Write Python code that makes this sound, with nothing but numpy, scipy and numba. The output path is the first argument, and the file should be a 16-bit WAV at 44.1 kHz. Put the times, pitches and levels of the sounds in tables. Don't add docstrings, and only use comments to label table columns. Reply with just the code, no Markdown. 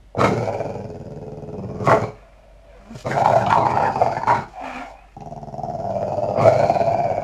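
import sys
import numpy as np
from scipy import signal
from scipy.fft import rfft, irfft, next_fast_len
from scipy.io import wavfile
from scipy.ndimage import uniform_filter1d, minimum_filter1d
from numba import njit

SR = 44100
rng = np.random.default_rng(int(sys.argv[2]) if len(sys.argv) > 2 else 0)


def to_wav(sig):
    pcm = np.clip(np.atleast_2d(sig), -1, 1) * 32767
    pcm = np.round(pcm).astype(np.int16)
    wavfile.write(sys.argv[1], SR, pcm.T)


N = 318843


def from_db(db):
    return 10 ** (np.asarray(db) / 20)


def rms_one(x):
    return x / np.sqrt(np.mean(x ** 2) + 1e-20)


def in_time(rows):
    seconds, *columns = np.transpose(rows)
    return [np.interp(np.arange(N) / SR, seconds, column) for column in columns]


def gains(tables):
    t = np.arange(N) / SR
    total = 0
    for rows in tables:
        inside = 1. * ((t >= rows[0][0]) & (t <= rows[-1][0]))
        soft_gate = uniform_filter1d(inside, 300)
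        total = total + from_db(in_time(rows)) * soft_gate
    return total


def swell(start, attack, hold, release):
    corners = start + np.cumsum([0, attack, max(hold, 0), release])
    ramp = np.interp(np.arange(N) / SR, corners, [0, 1, 1, 0])
    return ramp * ramp * (3 - 2 * ramp)


def cut(x, hz, kind, order=2):
    return signal.sosfilt(signal.butter(order, hz, kind, fs=SR, output="sos"), x)


def drift(rate_hz):
    noise = rng.standard_normal(N + SR)
    return rms_one(cut(noise, rate_hz, "low")[SR:])


def coloured_noise(spectrum):
    hz, db = np.transpose(spectrum)
    size = next_fast_len(N)
    bins = np.maximum(np.fft.rfftfreq(size, 1 / SR), 1)
    shape = from_db(np.interp(np.log(bins), np.log(hz), db))
    return rms_one(irfft(rfft(rng.standard_normal(size)) * shape, size)[:N])


def resonate(x, modes):
    out = 0
    for k, (hz, width, db) in enumerate(modes):
        r = np.exp(-np.pi * width / SR)
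        feedback = [1, -2 * r * np.cos(2 * np.pi * hz / SR), r * r]
        ring = (1 - r * r) / 2 * signal.lfilter([1, 0, -1], feedback, x)
        out = out + (-1) ** k * from_db(db) * ring
    return out


@njit
def moving_resonance(x, hz, width):
    y = np.zeros(len(x))
    for i in range(2, len(x)):
        r = np.exp(-np.pi * width[i] / SR)
        pushed = (1 - r * r) / 2 * (x[i] - x[i - 2])
        y[i] = pushed + 2 * r * np.cos(2 * np.pi * hz[i] / SR) * y[i - 1] - r * r * y[i - 2]
    return y


def moving_low_pass(x, hz, count=6):
    edges = np.geomspace(750, 1400, count)
    out = 0
    for k, edge in enumerate(edges):
        share = np.interp(hz, edges, np.eye(count)[k])
        out = out + share * signal.sosfiltfilt(signal.butter(4, edge, fs=SR, output="sos"), x)
    return out


def even(x, size=4800):
    window = signal.windows.hann(size)
    power = np.maximum(signal.fftconvolve(x * x, window / window.sum(), "same"), 0)
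    return x / np.sqrt(power + 1e-3 * np.mean(x * x))


def tone(hz, overtones_db, jitter, flutter_db):
    phase = 2 * np.pi * np.cumsum(hz * (1 + jitter * drift(69.2))) / SR
    partials = np.sin(phase)
    for k, db in enumerate(overtones_db, 2):
        partials = partials + from_db(db) * np.sin(k * phase)
    return np.sqrt(2) * partials * from_db(flutter_db * drift(84))


# (pitch_hz, level_db per Hz)
ROOM_AIR = [(15, -36.5), (25, 0), (60, -4.5), (98, -7.5), (383, -19.5), (529, -19.5), (637, -16),
            (1060, -28), (2180, -28), (2430, -36), (2700, -30.5), (10600, -45), (15000, -56)]
ROOM_AIR_DB, HUM_HZ, HUM_DB = -53.5, 48.1, -49.5


def background():
    hum = np.sqrt(2) * np.sin(2 * np.pi * HUM_HZ * np.arange(N) / SR) * from_db(0.55 * drift(6))
    return from_db(ROOM_AIR_DB) * coloured_noise(ROOM_AIR) + from_db(HUM_DB) * hum


# (delay_s, level_db)
BOUNCES = [(.0075, -14), (.0103, -11), (.0157, -24), (.0211, -29.5), (.0263, -20.5)]
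NEAR_DELAY_S, NEAR_DB, NEAR_FROM_HZ = .00224, -10, 1100
HEAD_SWAY_S, HEAD_SWAY_HZ = .00025, 1.2
TAIL_DB, TAIL_T60_S, WALL_CUT_HZ = -7.5, 0.31, 21000


def echoes(x):
    t, n = np.arange(SR // 2) / SR, np.arange(N)
    fading_noise = rng.standard_normal(len(t)) * from_db(-60 * t / TAIL_T60_S) * (t > .008)
    tail = cut(fading_noise, 200, "high")
    out = signal.fftconvolve(x, from_db(TAIL_DB) * tail / np.linalg.norm(tail))[:N]
    paths = [(x, delay, db) for delay, db in BOUNCES]
    paths.append((cut(x, NEAR_FROM_HZ, "high", order=1), NEAR_DELAY_S, NEAR_DB))
    for sound, delay, db in paths:
        moving_delay = delay + HEAD_SWAY_S * drift(HEAD_SWAY_HZ)
        out = out + from_db(db) * np.interp(n - SR * moving_delay, n, sound)
    return cut(out, WALL_CUT_HZ, "low", order=1)


# (start_s, peak_db before the treble is softened, ring_hz)
LIP_TICKS = [(0.457, -31.5, 4760), (2.958, -39, 890), (3.259, -24.5, 4160), (3.464, -20.5, 2967),
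             (3.501, -19.5, 2700), (3.526, -19.5, 2980), (5.208, -40, 2430), (5.909, -41, 2800)]


def lip_ticks(decay_s=0.0027, width_hz=1100):
    out, size = np.zeros(N), SR // 32
    for start, db, hz in LIP_TICKS:
        smack = rng.standard_normal(size) * np.exp(-np.arange(size) / SR / decay_s)
        tick = resonate(smack, [(hz, width_hz, 0)])
        at = int(start * SR)
        out[at:at + size] += from_db(db) * tick / np.abs(tick).max()
    return cut(out, 5500, "low", order=5)


# (time_s, pitch_hz, level_db)
FOLD_HUMS = [
    [(2.67, 605, -60), (2.705, 573, -57), (2.74, 507.4, -55.5), (2.785, 490, -56)],
    [(2.79, 196.6, -55), (2.88, 203.5, -49), (2.915, 237, -38), (2.94, 226.6, -49), (2.957, 133.5, -32),
     (2.99, 119, -52)],
    [(4.61, 274.6, -50), (4.645, 264, -42), (4.69, 257.7, -38), (4.73, 248.7, -43), (4.785, 250, -33.5),
     (4.835, 293, -50), (4.86, 279.7, -50)],
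]
FOLD_HUM_OVERTONES = [-16, -11.5, -21, -19, -24, -26]


def fold_hums():
    pitch_hz, _ = in_time([point for hum in FOLD_HUMS for point in hum])
    level, = gains([[(s, db) for s, hz, db in hum] for hum in FOLD_HUMS])
    return level * tone(pitch_hz, FOLD_HUM_OVERTONES, jitter=0.0165, flutter_db=4.0)


# (time_s, throat_db, mouth_db, hiss_db, whistle_hz)
AIR_DRAWS = [
    [(2.15, -55.5, -56, -74, 2370), (2.548, -55, -67, -87, 2406), (2.9, -52, -54.5, -64.5, 2350),
     (2.99, -50, -49, -46.5, 2470), (3.03, -59, -56, -50, 2440)],
    [(4.48, -75, -65, -62, 2430), (4.565, -33.5, -50.5, -65, 2363), (4.66, -31.5, -36.5, -55, 2420),
     (4.725, -37, -37, -56, 2385), (4.775, -36.5, -33.5, -52, 2410), (4.825, -34, -37.5, -58, 2120),
     (4.86, -38, -43, -59, 2120), (4.92, -40, -61, -62, 2360), (4.98, -50, -56.5, -83, 2475),
     (5.15, -64, -63, -71, 2540)],
]
# (pitch_hz, width_hz, level_db)
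DRAWING_MOUTH = [(1096, 370, 17.5), (1430, 107, 17), (1690, 180, 12), (2220, 210, 13.5)]
# (pitch_hz, level_db per Hz)
OPEN_TEETH = [(1760, -41), (3000, -7.5), (3620, -13), (4120, -10), (5500, -9.5), (6080, -12.5),
              (6910, -10.5), (8580, -21), (15000, -34)]


def drawn_air(whistle_db=-4, whistle_width_hz=130):
    throat_gain, mouth_gain, hiss_gain = gains([[row[:4] for row in draw] for draw in AIR_DRAWS])
    whistle_hz = in_time([row for draw in AIR_DRAWS for row in draw])[-1]
    flutter = from_db(2.0 * drift(72))
    air = rng.standard_normal(N) * flutter
    throat_hz, = in_time([(row[0], hz) for draw, hz in zip(AIR_DRAWS, [630, 735]) for row in draw])
    throat = moving_resonance(air, throat_hz, np.full(N, 83.))
    throat = throat_gain * rms_one(cut(throat, [480, 1100], "band"))
    whistle = rms_one(moving_resonance(air, whistle_hz, np.full(N, 1. * whistle_width_hz)))
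    mouth = rms_one(resonate(air, DRAWING_MOUTH)) + from_db(whistle_db) * whistle
    mouth = mouth_gain * rms_one(cut(mouth, [900, 3000], "band"))
    hiss = hiss_gain * rms_one(coloured_noise(OPEN_TEETH) * flutter)
    return throat + mouth + hiss + fold_hums()


# (full_level_from_s, hold_s, level_db, first_hz, last_hz)
SQUEAL_GLIDES = [(1.923, 0.024, -19, 640, 693), (3.21, 0.012, -13, 760, 850),
                 (3.322, 0.049, -18.5, 690, 664), (4.018, 0.012, -14.5, 715, 675),
                 (6.451, 0.0675, -16.5, 655, 623.5), (6.758, 0.0098, -16.5, 695, 680)]
SQUEAL_OVERTONES = [-25, -30.5]
SQUEAL_ATTACK_S, SQUEAL_RELEASE_S = .004, 0.01


def squeals():
    points, level = [], 0
    for start, hold, db, first_hz, last_hz in SQUEAL_GLIDES:
        points += [(start, first_hz), (start + hold + SQUEAL_RELEASE_S, last_hz)]
        shape = swell(start - SQUEAL_ATTACK_S, SQUEAL_ATTACK_S, hold, SQUEAL_RELEASE_S)
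        level = level + from_db(db) * shape
    pitch_hz, = in_time(points)
    return level * tone(pitch_hz, SQUEAL_OVERTONES, jitter=0.02325, flutter_db=5.5)


# (start_s, peak_db, ring_hz, mouth_db against the throat)
FOLD_CRACKS = [(.2523, -14, 670, -4), (.6035, -14.5, 650, -29), (1.897, -9.5, 1050, -1),
               (1.916, -2.5, 830, -0.5), (3.1795, -5.5, 712, -28), (3.2585, -2, 827, -32),
               (3.2757, -8, 810, -25), (3.5266, -1, 912, -10.5), (3.6668, -7, 844, -16),
               (3.773, -8, 805, -7), (4.063, -8.5, 680, -20), (4.299, -9, 900, 1),
               (6.0285, -15.5, 653, -22.5), (6.3654, -20.5, 625, -22), (6.6346, -9, 630, -23),
               (6.697, -18.5, 686, -27)]


def cracks(width_hz=66):
    out, click = np.zeros(N), signal.unit_impulse(SR // 16)
    mouth = cut(resonate(click, [(1350, 140, 0)]), [900, 2000], "band")
    for start, db, hz, mouth_db in FOLD_CRACKS:
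        throat = resonate(resonate(click, [(hz, width_hz, 0)]), [(hz, 600, 0)])
        crack = throat / np.abs(throat).max() + from_db(mouth_db) * mouth / np.abs(mouth).max()
        at = int(start * SR)
        out[at:at + len(click)] += from_db(db) * crack / np.abs(crack).max()
    return out


# (start_s, accent_db)
BREATH_PUSHES = [(0.15, 5.5), (0.171, -2.5), (0.428, -3.5), (0.603, 2.5), (0.902, 3), (1.067, -1.5),
                 (1.333, -5.5), (1.645, 4), (1.812, -9.5), (3.056, -5), (3.161, 0), (3.468, 12),
                 (3.504, 10.5), (3.772, -1), (3.957, 15.5), (4.062, 4.5), (4.167, 14), (4.234, 13.5),
                 (4.272, 12), (5.166, 13.5), (5.22, 0.5), (5.323, 4), (5.43, 5.5), (5.541, 6.5), (5.648, 0),
                 (5.749, 1.5), (5.904, 0.5), (5.965, -3.5), (6.029, -0.5), (6.18, 2), (6.239, 1),
                 (6.419, -3.5), (6.496, -3.5), (6.608, 4), (6.697, 12), (6.754, 6), (6.81, 9.5), (6.934, 0)]
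THROB_HZ = 18.5
ACCENT_CARRY = 0.16


def throbs():
    rows = []
    ends = [start for start, db in BREATH_PUSHES[1:]] + [N / SR]
    for (start, push_db), end in zip(BREATH_PUSHES, ends):
        count = max(1, round((end - start) * THROB_HZ))
        edges = np.linspace(start, end, count + 1)
        for k in range(count):
            rows.append((edges[k], edges[k + 1], push_db * ACCENT_CARRY ** k))
    return rows


# (share of the way 0-1, chest_db, throat_db)
THROB_PULSES = [(0, 13, 6), (.25, 2, -4), (.5, -10, -17), (.75, 15, 3.5), (1, 9, -6)]
UNEVEN_POWER = .7


def fold_pulses(rough, calm_hz=76, rise_hz=100, jitter=0.22, shimmer_db=7.0):
    chest, throat = np.zeros((2, N))
    way, chest_db, throat_db = np.transpose(THROB_PULSES)
    for start, end, accent_db in throbs():
        roughness = rough[int(start * SR)]
        uneven = roughness ** UNEVEN_POWER
        count = max(1, round((end - start) * (calm_hz + rise_hz * roughness ** 1.5)))
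        phase = np.arange(count) / count
        late, louder = rng.standard_normal((2, count)) * (phase > 0)
        seconds = start + (end - start) * (phase + late * jitter * uneven / count)
        at = np.clip(seconds * SR, 0, N - 1).astype(int)
        depth = 1 - roughness
        extra_db = shimmer_db * uneven * louder + accent_db * (phase == 0)
        chest[at] = from_db(depth * np.interp(phase, way, chest_db) + extra_db / 2)
        throat[at] = from_db(depth * np.interp(phase, way, throat_db) + extra_db)
    return chest, throat


def puffs(clicks, decay_s, steady):
    r = np.exp(-1 / (decay_s * SR))
    puff = rms_one(signal.lfilter([1], [1, -r], clicks + 1e-18))
    return rms_one(puff + steady)


# (time_s, voice_db, strain 0-1, throat_hz, chest_lift_db)
STEADY_GROWLS = [
    [(0.145, -26, 0.09, 545, -24), (0.19, -29, 0.59, 520, 15), (0.5, -25, 0.62, 564, -6.5),
     (0.71, -31.5, 0.5, 533, -4), (0.95, -41, 0.34, 424, -3.5), (1.44, -40, 0.33, 440, -3.5),
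     (1.62, -39.5, 0.48, 476, -2), (1.79, -38.5, 0.39, 514, -1), (1.86, -24, 0.81, 620, 4.5),
     (2.04, -29.5, 0.59, 552, 0)],
    [(3.04, -24, 0.63, 482, -0.5), (3.1, -26, 0.83, 560, 2.5), (3.23, -26, 0.7, 757, 2),
     (3.4, -22.5, 0.79, 742, 1), (3.45, -22.5, 0.67, 840, 3), (3.71, -21, 0.85, 863, 0.5),
     (4.07, -25.5, 0.62, 722, -2.5), (4.16, -26.5, 0.68, 735, 0), (4.22, -27.5, 0.57, 926, -6),
     (4.39, -29, 0.78, 827, 0.5)],
    [(5.159, -37, 0.24, 755, -2.5), (5.49, -37.5, 0.21, 692, 0), (5.63, -29.5, 0.36, 708, -0.5),
     (5.8, -30.5, 0.4, 683, -1), (5.9, -24.5, 0.43, 672, -0.5), (6.33, -23.5, 0.59, 630, -1.5),
     (6.38, -19, 0.63, 646.3, -3.5), (6.55, -19.5, 0.71, 597, 0.5), (6.66, -18, 0.71, 665, 1),
     (6.74, -20, 0.66, 698, -1), (6.92, -20.5, 0.6, 661, 0), (7.21, -24.5, 0.55, 632, -3)],
]
# (chest_db, hiss_db, throat_width_hz, mouth_wander_hz, cheek_ring_db)
BALL_GRIPS = [(-38, -74, 280, 46, 0), (-44, -74, 150, 146, -8), (-41.5, -71.5, 70, 50, -10.5)]
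ONSET_S, FADE_DB_PER_S = 0.018, 225


def bouts():
    t = np.arange(N) / SR
    starts, ends = np.transpose([(curve[0][0], curve[-1][0]) for curve in STEADY_GROWLS])
    bout = np.maximum(np.searchsorted(starts, t) - 1, 0)
    onset = np.clip((t - starts[bout]) / ONSET_S, 0, 1)
    fade = from_db(-FADE_DB_PER_S * np.maximum(t - ends[bout], 0))
    return onset * fade, *np.array(BALL_GRIPS)[bout].T


# (start_s, attack_s, hold_s, voice_db, strain 0-1, throat_hz, chest_lift_db)
SNARL_SWELLS = [(0.165, 0.036, 0.05, -18, 0.91, 506, 0), (1.852, 0.052, 0.015, -15, 0.95, 630, -1.5),
                (3.144, 0.038, 0.013, -19.5, 0.8, 702, -1.5), (3.234, 0.02, 0.0082, -25, 0.81, 843, -1),
                (3.272, 0.017, 0.053, -17.5, 0.8, 682, 0.5), (3.489, 0.03, 0.018, -18, 0.8, 974, -0.5),
                (3.565, 0.01, 0.07, -18, 0.73, 893, 3), (3.749, 0.036, 0.053, -18.5, 0.82, 760, -3),
                (3.964, 0.04, 0.025, -20.5, 0.71, 630, 0.5), (4.26, 0.03, 0.025, -14, 0.89, 927, -3),
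                (6.355, 0.057, 0.052, -18.5, 0.8, 628, 5)]
SNARL_RELEASE_S = 0.063


def effort():
    controls = np.array(in_time([row for curve in STEADY_GROWLS for row in curve]))
    for start, attack, hold, *peak in SNARL_SWELLS:
        pull = swell(start, attack, hold, SNARL_RELEASE_S)
        controls = controls + pull * (np.array(peak)[:, None] - controls)
    voice_db, strain, throat_hz, lift_db = controls
    return voice_db, np.clip(strain, .05, 1), throat_hz, lift_db


# (pitch_hz, width_hz, level_db)
CHEST_HOLLOWS = [(128.1, 102, 8.5), (148.3, 103.6, 7), (191.6, 12, -0.5), (247, 29.3, -8),
                 (331.5, 13, -4.5)]
CHEEK_HZ, CHEEK_WIDTH_HZ = 426.7, 16.4


def chest_rumble(chest_clicks, source, turbulence, rough, jaw, cheek_db):
    drive = rms_one(chest_clicks) + 5.1 * rough * turbulence
    cheek = from_db(cheek_db) * resonate(drive, [(CHEEK_HZ, CHEEK_WIDTH_HZ, 0)])
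    low_mids = jaw * resonate(source, [(319, 45, 1.0)])
    chest = resonate(drive, CHEST_HOLLOWS) - cheek + low_mids
    return cut(cut(chest, 101.0, "high", order=4), 600, "low", order=2)


THROAT_WANDER_HZ = 22
JAW_DAMPING_HZ = 250
EDGE_HZ, EDGE_RATIO, EDGE_JAW_HZ = 894, 1.04, 330


def throat_voice(source, throat_hz, grip_width, jaw):
    width = grip_width + JAW_DAMPING_HZ * jaw ** 2
    throat_hz = throat_hz + THROAT_WANDER_HZ * drift(8.5)
    throat = moving_resonance(source, throat_hz, width)
    throat = moving_resonance(throat, throat_hz + 130, width + 520)
    edge_hz = np.maximum(EDGE_HZ, EDGE_RATIO * throat_hz) + EDGE_JAW_HZ * jaw ** 4
    return moving_low_pass(throat, edge_hz)


# (pitch_hz, width_hz, level_db)
OPEN_MOUTH = [(1090, 79, 27.3), (1290, 780, 21.1), (1720, 560, 21), (1690, 200, 7.3), (2600, 2900, 4.5)]


def mouth_voice(airy, second_hz, second_db, third_hz, third_db, wander_hz, rough, jaw):
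    second = moving_resonance(airy, second_hz + wander_hz * drift(11.0), 150 + 40 * rough)
    third = moving_resonance(airy, third_hz + wander_hz * jaw * drift(5.9), 90 + 70 * rough)
    mouth = from_db(second_db) * even(second) + from_db(third_db) * even(third)
    mouth = mouth + jaw * even(resonate(airy, OPEN_MOUTH))
    return cut(cut(mouth, 965, "high", order=4), 2014, "low", order=4)


# (pitch_hz, level_db per Hz)
CLOSED_TEETH = [(1880, -5.5), (3200, -11.5), (3670, -30.5), (4140, -14), (4900, -7), (5620, -7.5),
                (6030, -7), (6950, -8.5), (7560, -26), (8660, -33), (9540, -17), (10500, -30), (15000, -34)]
GAP_WANDER_HZ = 100


def teeth_hiss(jaw, rough, gap_hz, gap_db, clicks, gap_width_hz=230):
    broad = (1 - jaw) * coloured_noise(CLOSED_TEETH) + jaw * coloured_noise(OPEN_TEETH)
    wavering_hz = gap_hz + GAP_WANDER_HZ * drift(4.3)
    gap = rms_one(moving_resonance(rng.standard_normal(N), wavering_hz, np.full(N, 1. 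* gap_width_hz)))
    upper = rms_one(resonate(rng.standard_normal(N), [(6950, 73, 0)]))
    rings = from_db(gap_db) * gap + from_db(-14.5) * (1 - jaw) * upper
    rings = cut(rings, [3600, 7600], "band")
    return (broad + rings) * puffs(clicks, decay_s=0.0027, steady=3.0 * rough)


# (time_s, second_hz, second_db, third_hz, third_db, gap_hz, gap_db, hiss_lift_db)
TONGUE_AND_LIPS = [(0.2, 1256, 7.5, 2210, -5, 3950, -2, 0), (0.29, 1350, 6.5, 2070, 2.5, 3900, -4.5, 7.5),
                   (0.5, 1450, -1.5, 2314, 3.5, 4600, -17, 1), (0.95, 1510, -5, 2520, -2, 4940, -8.5, -0.5),
                   (1.48, 1340, -5, 2540, -3, 5000, -11, -5), (1.64, 1020, 1, 2440, -5, 5090, -2, -7.5),
                   (1.83, 1130, 8, 2110, -4.5, 4980, -15.5, 1.5),
                   (1.93, 1080, 3.5, 1920, -8, 4360, -29, -2.5), (2.04, 1090, 10, 2270, 5.5, 4160, -3, 4.5),
                   (3.33, 1430, -1.5, 2140, -8, 3800, -8.5, -0.5),
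                   (3.52, 1260, 9, 2450, 0.5, 3840, -14, 1.5),
                   (3.62, 1350, -2.5, 2130, -2.5, 4110, 2.5, 0.5),
                   (3.75, 1430, 1, 2540, -8.5, 4640, -5.5, -6.5),
                   (4.06, 1347, 3.5, 2270, 1.5, 4850, -4.5, 2),
                   (4.32, 1376, 3.5, 2074, -5.5, 4160, -3.5, -2),
                   (5.2, 1310, -1.5, 2700, -8, 5780, -3.5, 1), (5.89, 1342, 0, 2540, -19, 5250, -5.5, -1.5),
                   (5.93, 1340, 1, 2380, 1, 4900, -10.5, 0), (6.33, 1250, -2, 2680, -3.5, 4840, -4, -4.5),
                   (6.38, 1040, 9, 2150, -3, 4930, 4.5, -7.5), (6.43, 1235, 5.5, 2196, 0.5, 4380, -9.5, 1),
                   (6.78, 1570, -5, 2400, 5, 4200, 0.5, 0.5), (7.2, 1500, -0.5, 2290, 4.5, 4920, -10.5, -5)]
ROUGH_POWER, JAW_POWER = 1.54, 2.23
LEAK = .15
RASP_DB, RASP_HZ = 3.2, 30
CHEST_RISE_DB, HISS_RISE_DB, MOUTH_DB, MOUTH_RISE_DB = 20, 37, -77, 57


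def growl():
    gate, chest_db, hiss_db, grip_width, wander_hz, cheek_db = bouts()
    voice_db, strain, throat_hz, lift_db = effort()
    second_hz, second_db, third_hz, third_db, gap_hz, gap_db, hiss_lift_db = in_time(TONGUE_AND_LIPS)
    rough, jaw = strain ** ROUGH_POWER, strain ** JAW_POWER
    chest_clicks, clicks = fold_pulses(rough)
    breath = puffs(clicks, decay_s=0.01, steady=LEAK) * rng.standard_normal(N)
    turbulence = rough ** UNEVEN_POWER * breath
    source = rms_one(clicks) + 1.54 * turbulence
    spurts = from_db(RASP_DB * np.sqrt(rough) * drift(RASP_HZ))
    mouth_breath = puffs(clicks, decay_s=0.0072, steady=LEAK) * rng.standard_normal(N)
    airy = spurts * (0.79 * source + mouth_breath)

    chest = chest_rumble(chest_clicks, source, turbulence, rough, jaw, cheek_db)
    throat = throat_voice(source, throat_hz, grip_width, jaw)
    mouth = mouth_voice(airy, second_hz, second_db, third_hz, third_db, wander_hz, rough, jaw)
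    hiss = spurts * teeth_hiss(jaw, rough, gap_hz, gap_db, chest_clicks)

    voice = from_db(chest_db + CHEST_RISE_DB * strain + lift_db) * even(chest)
    voice = voice + from_db(voice_db) * even(throat)
    voice = voice + from_db(MOUTH_DB + MOUTH_RISE_DB * strain) * mouth
    voice = voice + from_db(hiss_db + HISS_RISE_DB * strain + hiss_lift_db) * even(hiss)
    return gate * voice


def scene():
    dog = lip_ticks() + drawn_air() + squeals() + cracks() + growl()
    return (background() + echoes(dog) + dog)[np.newaxis]


def record(dry, ceiling=0.97, size=130):
    gain = np.minimum(1, ceiling / (np.abs(dry) + 1e-9))
    gain = uniform_filter1d(minimum_filter1d(gain, size), size)
    top_cut = signal.ellip(10, .1, 80, 15050, fs=SR, output="sos")
    return signal.sosfilt(top_cut, dry * gain)


dry = scene()
out = record(dry)
to_wav(out)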